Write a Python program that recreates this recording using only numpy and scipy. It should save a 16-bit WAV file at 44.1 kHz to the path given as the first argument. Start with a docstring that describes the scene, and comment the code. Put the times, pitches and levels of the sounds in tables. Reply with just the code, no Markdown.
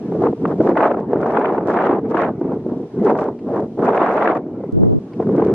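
"""From the start, gusty wind on a lake shore buffets a camera's two microphone ports: low rumble, roar, thumps and slaps.
Faster air makes a brighter roar; the recorder crackles on an even beat, mostly in hard gusts, in ragged runs of tiny steps.
Under it lie a filtered-noise hiss of rippled water and a far murmur; light ticks ring faintly at 3.4 s and 5.1 s.
The camera's wind filter keeps the bass almost mono, but at 4.7 s it lets go with a click:
the rumble opens wide for a quarter of a second, then narrows again for the last gusts."""
import sys
import numpy as np
from scipy import signal
from scipy.fft import rfft, irfft, next_fast_len
from scipy.io import wavfile
from scipy.ndimage import uniform_filter1d, map_coordinates

SR = 44100
rng = np.random.default_rng(int(sys.argv[2]) if len(sys.argv) > 2 else 0)


def int16_out(signal):
    """Quantize to a 16-bit WAV file."""
    q = np.round(np.clip(np.atleast_2d(signal).T, -1, 1) * 32767)
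    wavfile.write(sys.argv[1], SR, q.astype(np.int16))


N = 244314  # length in samples, about 5.5 s


def amp(db):
    """Turn decibels into a gain."""
    return 10 ** (np.asarray(db) / 20)


def unit(x):
    """Scale x to an average strength (rms) of 1."""
    return x / np.sqrt(np.mean(x ** 2) + 1e-20)


def clock():
    """Give the time of every sample in seconds."""
    return np.arange(N) / SR


def wobble(rate):
    """Draw a smooth random curve through `rate` random points a second."""
    points = rng.standard_normal(int(N * rate / SR) + 4)
    return map_coordinates(points, [np.arange(N) * rate / SR])


def filtered(x, response):
    """Multiply the spectrum of x by a gain that depends on frequency."""
    size = next_fast_len(N + SR // 4)
    spectrum = rfft(x, size) * response(np.fft.rfftfreq(size, 1 / SR))
    return irfft(spectrum, size)[..., :N]


def coloured(x, points):
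    """Filter x by (f/Hz, level/dB) points joined along a logarithmic frequency axis."""
    f, db = np.transpose(points)
    return filtered(x, lambda hz: amp(np.interp(np.log(hz + 1), np.log(f), db)))


def noise(points):
    """Make coloured noise of rms 1, independent at the two ports."""
    return unit(coloured(rng.standard_normal((2, N)), points))


def evened(x, span):
    """Divide out the chance swells of x that are slower than `span` seconds."""
    power = uniform_filter1d(x ** 2, max(int(span * SR), 2), axis=-1)
    return x / np.sqrt(np.abs(power) + 1e-9)


def patchy(x, window, time_span, depth_db):
    """Give the spectrum of x over time, with random patches raised and lowered by `depth_db` rms."""
    z = signal.stft(x, SR, nperseg=window)[2]
    patches = rng.standard_normal(z.shape[1:])
    patches = uniform_filter1d(patches, size=3, axis=0)
    patches = unit(uniform_filter1d(patches, size=time_span, axis=1))
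    return z * amp(depth_db * patches)


def wind():
    """Gusts flutter as they pass; each flutter makes the roar both louder and brighter."""
    rumble, blow = airflow(rumble_trim_db=0.16, blow_trim_db=-0.59)
    flutter = wobble(110)
    rumble = rumble * amp(1.3 * flutter)
    blow = blow * amp(1.2 * flutter + 1.2 * wobble(280))
    low = large_eddies(rumble, blow, fast_db=-30.0)
    fine = fine_eddies(blow, knee_hz=1500, knee_growth=0.39, full_db=-13.0, steepness=4.83, patchy_db=2.0)
    hits = buffets(thump_trim_db=-0.5, slap_trim_db=-1.86)
    return low + fine + hits, blow


def airflow(rumble_trim_db, blow_trim_db):
    """The strongest gust of the moment sets the pressure, over a breeze; both drop away in the lulls."""
    # gusts, with levels before the trims and the flutter:
    # crest t/s, swell before it t/s, ebb after it t/s, blow level/dB, rumble level/dB
    gusts = [(0.165, 0.099, 0.063, -36, -22.5), (0.266, 0.064, 0.032, -25, -17),
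             (0.515, 0.08, 0.033, -28, -20), (0.701, 0.1, 0.033, -22.5, -17),
             (0.776, 0.017, 0.017, -16.5, -24.5), (0.831, 0.067, 0.11, -16, -21.5),
             (0.98, 0.033, 0.044, -25.5, -23), (1.139, 0.042, 0.047, -26, -20.5),
             (1.39, 0.22, 0.25, -20.5, -22), (1.819, 0.16, 0.16, -18, -20.5),
             (2.061, 0.033, 0.05, -35, -23), (2.195, 0.081, 0.1, -19, -21),
             (2.512, 0.12, 0.067, -31.5, -23.5), (2.7, 0.047, 0.12, -38.5, -26),
             (3.03, 0.05, 0.03, -40, -18.5), (3.097, 0.045, 0.038, -17, -16),
             (3.216, 0.11, 0.087, -23.5, -24), (3.566, 0.095, 0.078, -24.5, -22.5),
             (3.884, 0.088, 0.027, -19.5, -19.5), (4.02, 0.22, 0.16, -18, -23.5),
             (4.12, 0.05, 0.06, -20.5, -23.5), (4.265, 0.22, 0.11, -17, -22.5),
             (4.375, 0.034, 0.023, -25.5, -28), (4.514, 0.057, 0.18, -40, -32),
             (4.845, 0.07, 0.13, -36.5, -29.5), (5.212, 0.01, 0.031, -30.5, -22),
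             (5.43, 0.16, 0.17, -31, -16.5)]
    # moments when the air almost stops: middle t/s, half length t/s, depth/dB
    lulls = [(0.358, .02, 6.5), (1.043, 0.017, 2), (1.63, 0.022, 0.5), (2.401, .008, 5.5),
             (2.908, 0.03, 8.5), (3.392, 0.022, 4), (3.695, 0.017, 2.5), (3.766, 0.0059, 10.5),
             (4.982, 0.014, 6.5), (5.114, 0.037, 4)]
    breeze_rumble_db, breeze_blow_db = -32.5, -46
    rumble, blow = np.zeros(N), np.zeros(N)
    for crest, swell, ebb, blow_db, rumble_db in gusts:
        # the large eddies arrive a little earlier, hold steadier and linger
        low = gust_shape(crest, swell, ebb, droop_db=1.24, attack=211, release=235)
        fast = gust_shape(crest, swell, ebb, droop_db=8, attack=338.5, release=401)
        rumble = np.maximum(rumble, amp(rumble_db + rumble_trim_db) * low)
        blow = np.maximum(blow, amp(blow_db + blow_trim_db) * fast)
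    drop_db = np.zeros(N)
    for middle, half, depth_db in lulls:
        drop_db += depth_db * np.exp(-np.minimum(((clock() - middle) / half) ** 2, 50))
    calm = amp(-drop_db)
    return calm * np.hypot(rumble, amp(breeze_rumble_db)), calm * np.hypot(blow, amp(breeze_blow_db))


def gust_shape(crest, swell, ebb, droop_db, attack, release):
    """A gust droops in an arch from its crest to its edges, then falls steeply (attack, release in dB per s)."""
    age = clock() - crest
    arch = np.clip(np.where(age < 0, -age / swell, age / ebb), 0, 1) ** 1.65
    flanks = attack * np.maximum(-age - swell, 0) + release * np.maximum(age - ebb, 0)
    return amp(-np.minimum(droop_db * arch + flanks, 120))


def large_eddies(pressure, blow, fast_db):
    """Big swirls rumble; faster air fades their low colour over into a higher one."""
    # colour of the rumble in slow air: f/Hz, relative level/dB per Hz
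    slow_air = [(20, -49), (43, -36.5), (86, -13), (130, -4.5), (190, 1), (300, 1), (460, -3), (550, -25),
                (750, -42), (1500, -96)]
    # colour of the rumble in fast air: f/Hz, relative level/dB per Hz
    fast_air = [(20, -50), (43, -39), (86, -31), (130, -21.5), (190, 0), (300, 3), (460, 8), (550, -5),
                (750, -14.5), (1500, -80.5)]
    fast = blow ** 2 / (blow ** 2 + amp(fast_db) ** 2)
    roll = np.sqrt(1 - fast) * noise(slow_air) + np.sqrt(fast) * noise(fast_air)
    return pressure * evened(roll, span=0.055)


def fine_eddies(blow, knee_hz, knee_growth, full_db, steepness, patchy_db):
    """Small swirls roar; their treble falls off above a knee that climbs with the strength of the blow."""
    # how the ports pass the small swirls: f/Hz, relative level/dB
    port = [(150, -56.5), (380, -19), (520, -4.5), (650, 0.6), (820, -0.5), (1000, -0.55), (1400, -0.6),
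            (2000, -1.5), (2400, -2.5), (3000, -4.5), (4200, -5), (6000, -15.5)]
    # brightness of the roar over time: t/s, factor on the knee
    brightness = [(0.1, 1.53), (0.28, 1.16), (0.65, 1.04), (0.82, 1.03), (1.1, 1.1), (1.45, 1.17),
                  (1.65, 1.05), (1.82, 1.2), (2.02, 1.05), (2.22, 1.29), (2.5, 1), (2.85, 1.75),
                  (3.1, 0.85), (3.6, 1.01), (3.88, 0.94), (4.05, 1.17), (4.28, 1.13), (4.8, 0.98),
                  (5.2, 1.24), (5.4, 2.05)]
    window = 256
    z = patchy(noise(port), window, time_span=7, depth_db=patchy_db)
    hz = np.fft.rfftfreq(window, 1 / SR)
    t = np.arange(z.shape[-1]) * (window // 2) / SR
    strength = np.interp(t, clock(), blow)
    # in the hardest blows the knee levels off
    knee = knee_hz * (strength / np.hypot(strength, amp(full_db))) ** knee_growth
    knee = knee * np.interp(t, *np.transpose(brightness))
    roll_off = (1 + (hz[:, None] / knee) ** 2) ** (-steepness / 2)
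    # a moving knee changes the colour, not the overall strength
    roll_off = roll_off / np.sqrt(np.mean(roll_off[hz > 500] ** 2, axis=0))
    roar = signal.istft(z * roll_off, SR, nperseg=window)[1][:, :N]
    return blow * evened(roar, span=0.047)


def buffets(thump_trim_db, slap_trim_db):
    """Each hard eddy hits the ports with a low thump and a slap of its own pitch; harder slaps reach higher."""
    # hardest single eddies, with levels before the trims: t/s, thump level/dB, slap level/dB, slap f/Hz
    hard_eddies = [(0.124, -18, -27.5, 720), (0.153, -15, -34, 855), (0.222, -21, -17.5, 636),
                   (0.239, -10, -16.5, 675), (0.261, -11.5, -21, 700), (0.271, -17.5, -14.5, 740),
                   (0.33, -14.5, -28, 730), (0.456, -19.5, -16, 950), (0.525, -22.5, -26.5, 710),
                   (0.606, -8, -25.5, 740), (0.615, -15.5, -18.5, 630), (0.676, -21, -18, 850),
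                   (0.694, -8.5, -17.5, 784), (0.757, -22.5, -23, 900), (0.775, -23.5, -20.5, 1290),
                   (0.808, -32.5, -19, 1210), (0.832, -25, -22.5, 1230), (0.843, -20, -16, 1060),
                   (0.856, -17.5, -17, 980), (0.883, -26.5, -27, 900), (0.915, -22, -20, 960),
                   (0.947, -19, -21.5, 855), (1.134, -11, -13, 660), (1.16, -15.5, -22, 740),
                   (1.17, -18, -31, 875), (1.232, -21, -24, 1030), (1.262, -30.5, -16, 826),
                   (1.325, -20.5, -25, 764), (1.351, -25, -25.5, 1190), (1.373, -25, -12, 1060),
                   (1.385, -13, -33, 1130), (1.415, -21.5, -16.5, 815), (1.447, -29, -15.5, 876),
                   (1.458, -28.5, -26, 1820), (1.524, -12, -30.5, 846), (1.583, -16.5, -25.5, 1110),
                   (1.686, -12.5, -20.5, 950), (1.712, -18, -18, 648), (1.79, -19, -20.5, 1150),
                   (1.87, -30, -19.5, 1210), (1.896, -12, -21, 870), (1.931, -14, -20, 773),
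                   (1.95, -17.5, -24.5, 1040), (2.147, -13.5, -16.5, 920), (2.172, -21, -18.5, 1200),
                   (2.236, -33, -20, 1170), (2.289, -19, -29, 975), (2.415, -14, -28, 750),
                   (2.478, -21, -41.5, 980), (2.521, -21.5, -28, 850), (2.666, -18, -32, 700),
                   (2.722, -18, -41, 694), (3.02, -14, -43, 600), (3.057, -12.5, -28, 600),
                   (3.068, -9.5, -27, 600), (3.08, -14.5, -14, 587), (3.103, -18, -19.5, 950),
                   (3.154, -23.5, -22, 850), (3.191, -31.5, -24, 1260), (3.219, -21.5, -26.5, 800),
                   (3.231, -24, -27.5, 1150), (3.287, -15.5, -21.5, 760), (3.795, -11, -36, 1180),
                   (3.87, -22, -24, 1220), (3.881, -18.5, -10, 760), (3.893, -14, -9.5, 696),
                   (3.949, -15, -17.5, 895), (3.977, -23.5, -22.5, 1450), (4.019, -13.5, -16.5, 960),
                   (4.063, -18, -15.5, 1020), (4.092, -22.5, -21, 1000), (4.181, -20, -16, 934),
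                   (4.224, -35, -20, 1230), (4.277, -15.5, -15, 1300), (4.301, -12.5, -19.5, 1050),
                   (4.354, -20.5, -22, 880), (4.466, -27, -40, 800), (4.607, -25.5, -41, 700),
                   (4.639, -20.5, -34, 780), (4.835, -22, -37, 750), (5.202, -12.5, -17.5, 623),
                   (5.272, -26, -40, 1205), (5.294, -14, -29.5, 810), (5.352, -12.5, -48.5, 1140),
                   (5.385, -9.5, -22, 605), (5.398, -18.5, -18.5, 810), (5.423, -11, -15.5, 720),
                   (5.464, -10, -42.5, 970), (5.491, -24, -32.5, 790)]
    thump_hz, full_top_hz, top_growth = 369, 4730, 0.18  # full_top_hz is the reach of a slap at 0 dB
    out = np.zeros((2, N + SR))
    for t, thump_db, slap_db, slap_hz in hard_eddies:
        top_hz = full_top_hz * amp(slap_db) ** top_growth
        thump = eddy(thump_hz, top_hz, rise=0.0026, fall=0.0052, sharpness=0.59, steepness=9.1)
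        slap = eddy(slap_hz, top_hz, rise=0.0034, fall=0.0033, sharpness=1.0, steepness=3.77)
        hit = amp(thump_db + thump_trim_db) * thump + amp(slap_db + slap_trim_db) * slap
        start = max(round(t * SR) - hit.shape[1] // 2, 0)
        out[:, start:start + hit.shape[1]] += hit
    return out[:, :N]


def eddy(hz, top_hz, rise, fall, sharpness, steepness, size=2048):
    """A short burst of turbulence around one pitch (rise and fall in s), partly different at the two ports."""
    f = np.fft.rfftfreq(size, 1 / SR) + 1
    age = (np.arange(size) - size // 2) / SR
    band = (1 + (sharpness * (f / hz - hz / f)) ** 2) ** (-steepness / 2)
    band = band / np.sqrt(1 + (f / top_hz) ** 8)
    shape = np.exp(-np.minimum(np.where(age < 0, age / rise, age / fall) ** 2, 50))
    burst = irfft(rfft(shape * rng.standard_normal((2, size))) * band, size)
    # each burst gets the energy of 5 ms at rms 1
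    burst = burst / np.linalg.norm(burst, axis=1, keepdims=True) * np.sqrt(0.005 * SR)
    common, apart = burst
    return np.array([common + apart, common - apart]) / np.sqrt(2)


def crackle(loudness, base_db, corner_hz):
    """The recorder adds tiny steps on an even beat: faint ones follow the loudness, strong ones come in runs."""
    # runs of crackle, mostly in hard gusts: from t/s, to t/s, typical step level/dB
    runs = [(.21, .27, -41), (.6, .7, -38), (.83, .94, -37), (.965, 1.005, -41), (1.26, 1.4, -37),
            (1.665, 1.76, -34), (1.82, 1.87, -35), (2.085, 2.225, -38), (3.045, 3.11, -37),
            (3.175, 3.245, -34), (3.56, 3.62, -39), (3.825, 3.87, -35), (3.94, 4.305, -35),
            (5.445, 5.475, -38)]
    # the sharpest single steps: t/s, step level/dB
    snaps = [(.223, -32), (.479, -35), (.661, -33), (.671, -32), (.693, -28), (.842, -32), (1.215, -33),
             (1.322, -33), (1.674, -28), (1.695, -32), (1.706, -30), (1.866, -30), (2.111, -32),
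             (2.175, -33), (2.218, -30), (3.05, -28), (3.061, -33), (3.103, -30), (3.178, -33),
             (3.199, -32), (3.221, -32), (3.242, -32), (3.85, -29), (3.861, -31), (3.957, -30),
             (4.117, -33), (4.277, -33), (4.351, -35), (4.373, -34), (5.365, -33), (5.45, -30),
             (5.471, -34)]
    beat_rate, lead = 93.75, 0.0007  # beats per s; how early each step comes, in s
    beats = np.arange(1, int(N / SR * beat_rate)) / beat_rate - lead
    at = np.round(beats * SR).astype(int)
    size = amp(base_db) * loudness[at]
    for start, end, db in runs:
        size = np.where((beats > start) & (beats < end), amp(db), size)
    size = size * np.minimum(rng.exponential(size=len(at)) ** 0.75, 1.5)
    for t, db in snaps:
        size[np.argmin(np.abs(beats - t))] = amp(db)
    steps = np.zeros((2, N))
    steps[:, at] = size * rng.choice([-1, 1], (2, len(at)))
    # each step dies away fast
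    return signal.lfilter([1], [1, -np.exp(-2 * np.pi * corner_hz / SR)], steps)


def hiss(blow, level_db, gust_db, sink_db, recovery_s):
    """An even hiss flares with the blow; the recorder's gain sinks it after hard gusts, then lets it creep back."""
    # colour of the hiss of water and air: f/Hz, relative level/dB per Hz
    water_and_air = [(200, -18.5), (900, 14), (2000, 0), (3000, -0.5), (4500, -6.5), (7000, -11),
                     (9000, -10.5), (11500, -10), (15500, -20)]
    keep = np.exp(-1 / (recovery_s * SR))
    recent = signal.lfilter([1 - keep], [1, -keep], blow ** 2)
    flare = 1 + (blow * amp(gust_db)) ** 2
    sink = 1 + recent * amp(sink_db) ** 2
    return amp(level_db) * np.sqrt(flare / sink) * noise(water_and_air)


def murmur(trim_db, patchy_db, waver_db):
    """A far wash of midrange noise over the lake wavers and shifts its colour in short patches."""
    # colour of the murmur: f/Hz, relative level/dB per Hz
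    midrange = [(300, -24), (600, 1), (850, 3.5), (1200, -7.5), (1700, -14.5), (2300, -20), (3000, -35),
                (5000, -69.5)]
    # loudness of the murmur before the trim and the waver: t/s, level/dB
    course = [(0, -43.5), (.37, -49.5), (1.05, -43), (2.03, -43), (2.501, -46), (2.88, -54.5), (3.0, -41),
              (3.36, -56.5), (3.72, -62), (4.5, -49.5), (4.65, -48), (4.97, -59.5), (5.2, -46.5)]
    z = patchy(noise(midrange), window=512, time_span=9, depth_db=patchy_db)
    wash = unit(signal.istft(z, SR, nperseg=512)[1][:, :N])
    level_db = np.interp(clock(), *np.transpose(course)) + trim_db
    return amp(level_db + waver_db * wobble(35)) * wash


def ticks():
    """Two small contacts ring briefly; randomly shaken phases make their tones scrape."""
    # faint light ticks nearby: t/s, level/dB
    contacts = [(3.388, -46), (5.133, -41)]
    # tones each tick rings with: f/Hz, level relative to the tick/dB, time to fade by 60 dB t/s
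    tones = [(1800, -3.5, 0.034), (2230, -8, .03), (2740, -12, 0.066), (4500, -13, .025),
             (4960, -15, 0.018)]
    out = np.zeros(N)
    for t, db in contacts:
        age = np.maximum(clock() - t, 0)
        onset = 1 - np.exp(-age / 0.0015)
        for hz, tone_db, t60 in tones:
            phase = 2 * np.pi * hz * age + 1.5 * wobble(860)
            out += amp(db + tone_db - 60 * age / t60) * np.sin(phase) * onset
    return out


def scene():
    """Add the wind at both ports, the hiss of the shore, the far murmur and the ticks."""
    roar, blow = wind()
    shore = hiss(blow, level_db=-56.5, gust_db=28.0, sink_db=30.5, recovery_s=0.26)
    far = murmur(trim_db=-1.65, patchy_db=5, waver_db=1.5)
    return roar + shore + far + ticks()


def wind_filter(mid, side):
    """Thin out the bass of the left-right difference, except while the filter lets go with a click."""
    # left-right difference with the filter on: f/Hz, gain/dB
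    narrow = [(40, -38), (130, -49), (200, -44.5), (300, -25), (500, -20.5), (1000, -12), (2000, -5),
              (4000, 2.5), (12000, 5)]
    # what joins the difference while the filter lets go: f/Hz, gain/dB
    wide = [(20, 11), (100, 27.5), (250, 9.5), (450, 12.5), (800, 5), (1100, 4.5), (1800, -3), (4000, -50)]
    # deep bass that comes back to the sum meanwhile: f/Hz, gain/dB
    deep = [(20, 13), (45, 22), (90, 7), (160, -6), (400, -52)]
    start, end, fade, click_db = 4.724, 4.990, 0.002, -31  # s, s, s, dB
    let_go = np.interp(clock(), [start, start + fade, end - fade, end], [0, 1, 1, 0])
    mid = mid + let_go * coloured(mid, deep)
    mid[round(start * SR)] += amp(click_db)
    side = coloured(side, narrow) + let_go * coloured(side, wide)
    return mid, side


def record(dry):
    """Sum and difference crackle and pass the wind filter; peaks are rounded and the treble is cut."""
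    # treble response of the camera: f/Hz, gain/dB
    treble = [(6000, 1), (11500, -10), (13000, -17), (15400, -25.5)]
    top_hz, ceiling = 15400, 0.82
    both = np.array([dry[0] + dry[1], dry[0] - dry[1]]) / np.sqrt(2)
    loudness = np.sqrt(np.abs(uniform_filter1d(both[0] ** 2, SR // 20)))
    mid, side = both + crackle(loudness, base_db=-27, corner_hz=700)
    mid, side = wind_filter(mid, side)
    pair = np.array([mid + side, mid - side])
    rounded = pair / (1 + (pair / ceiling) ** 6) ** (1 / 6)
    return filtered(coloured(rounded, treble), lambda hz: hz < top_hz)


dry = scene()
out = record(dry)
int16_out(out)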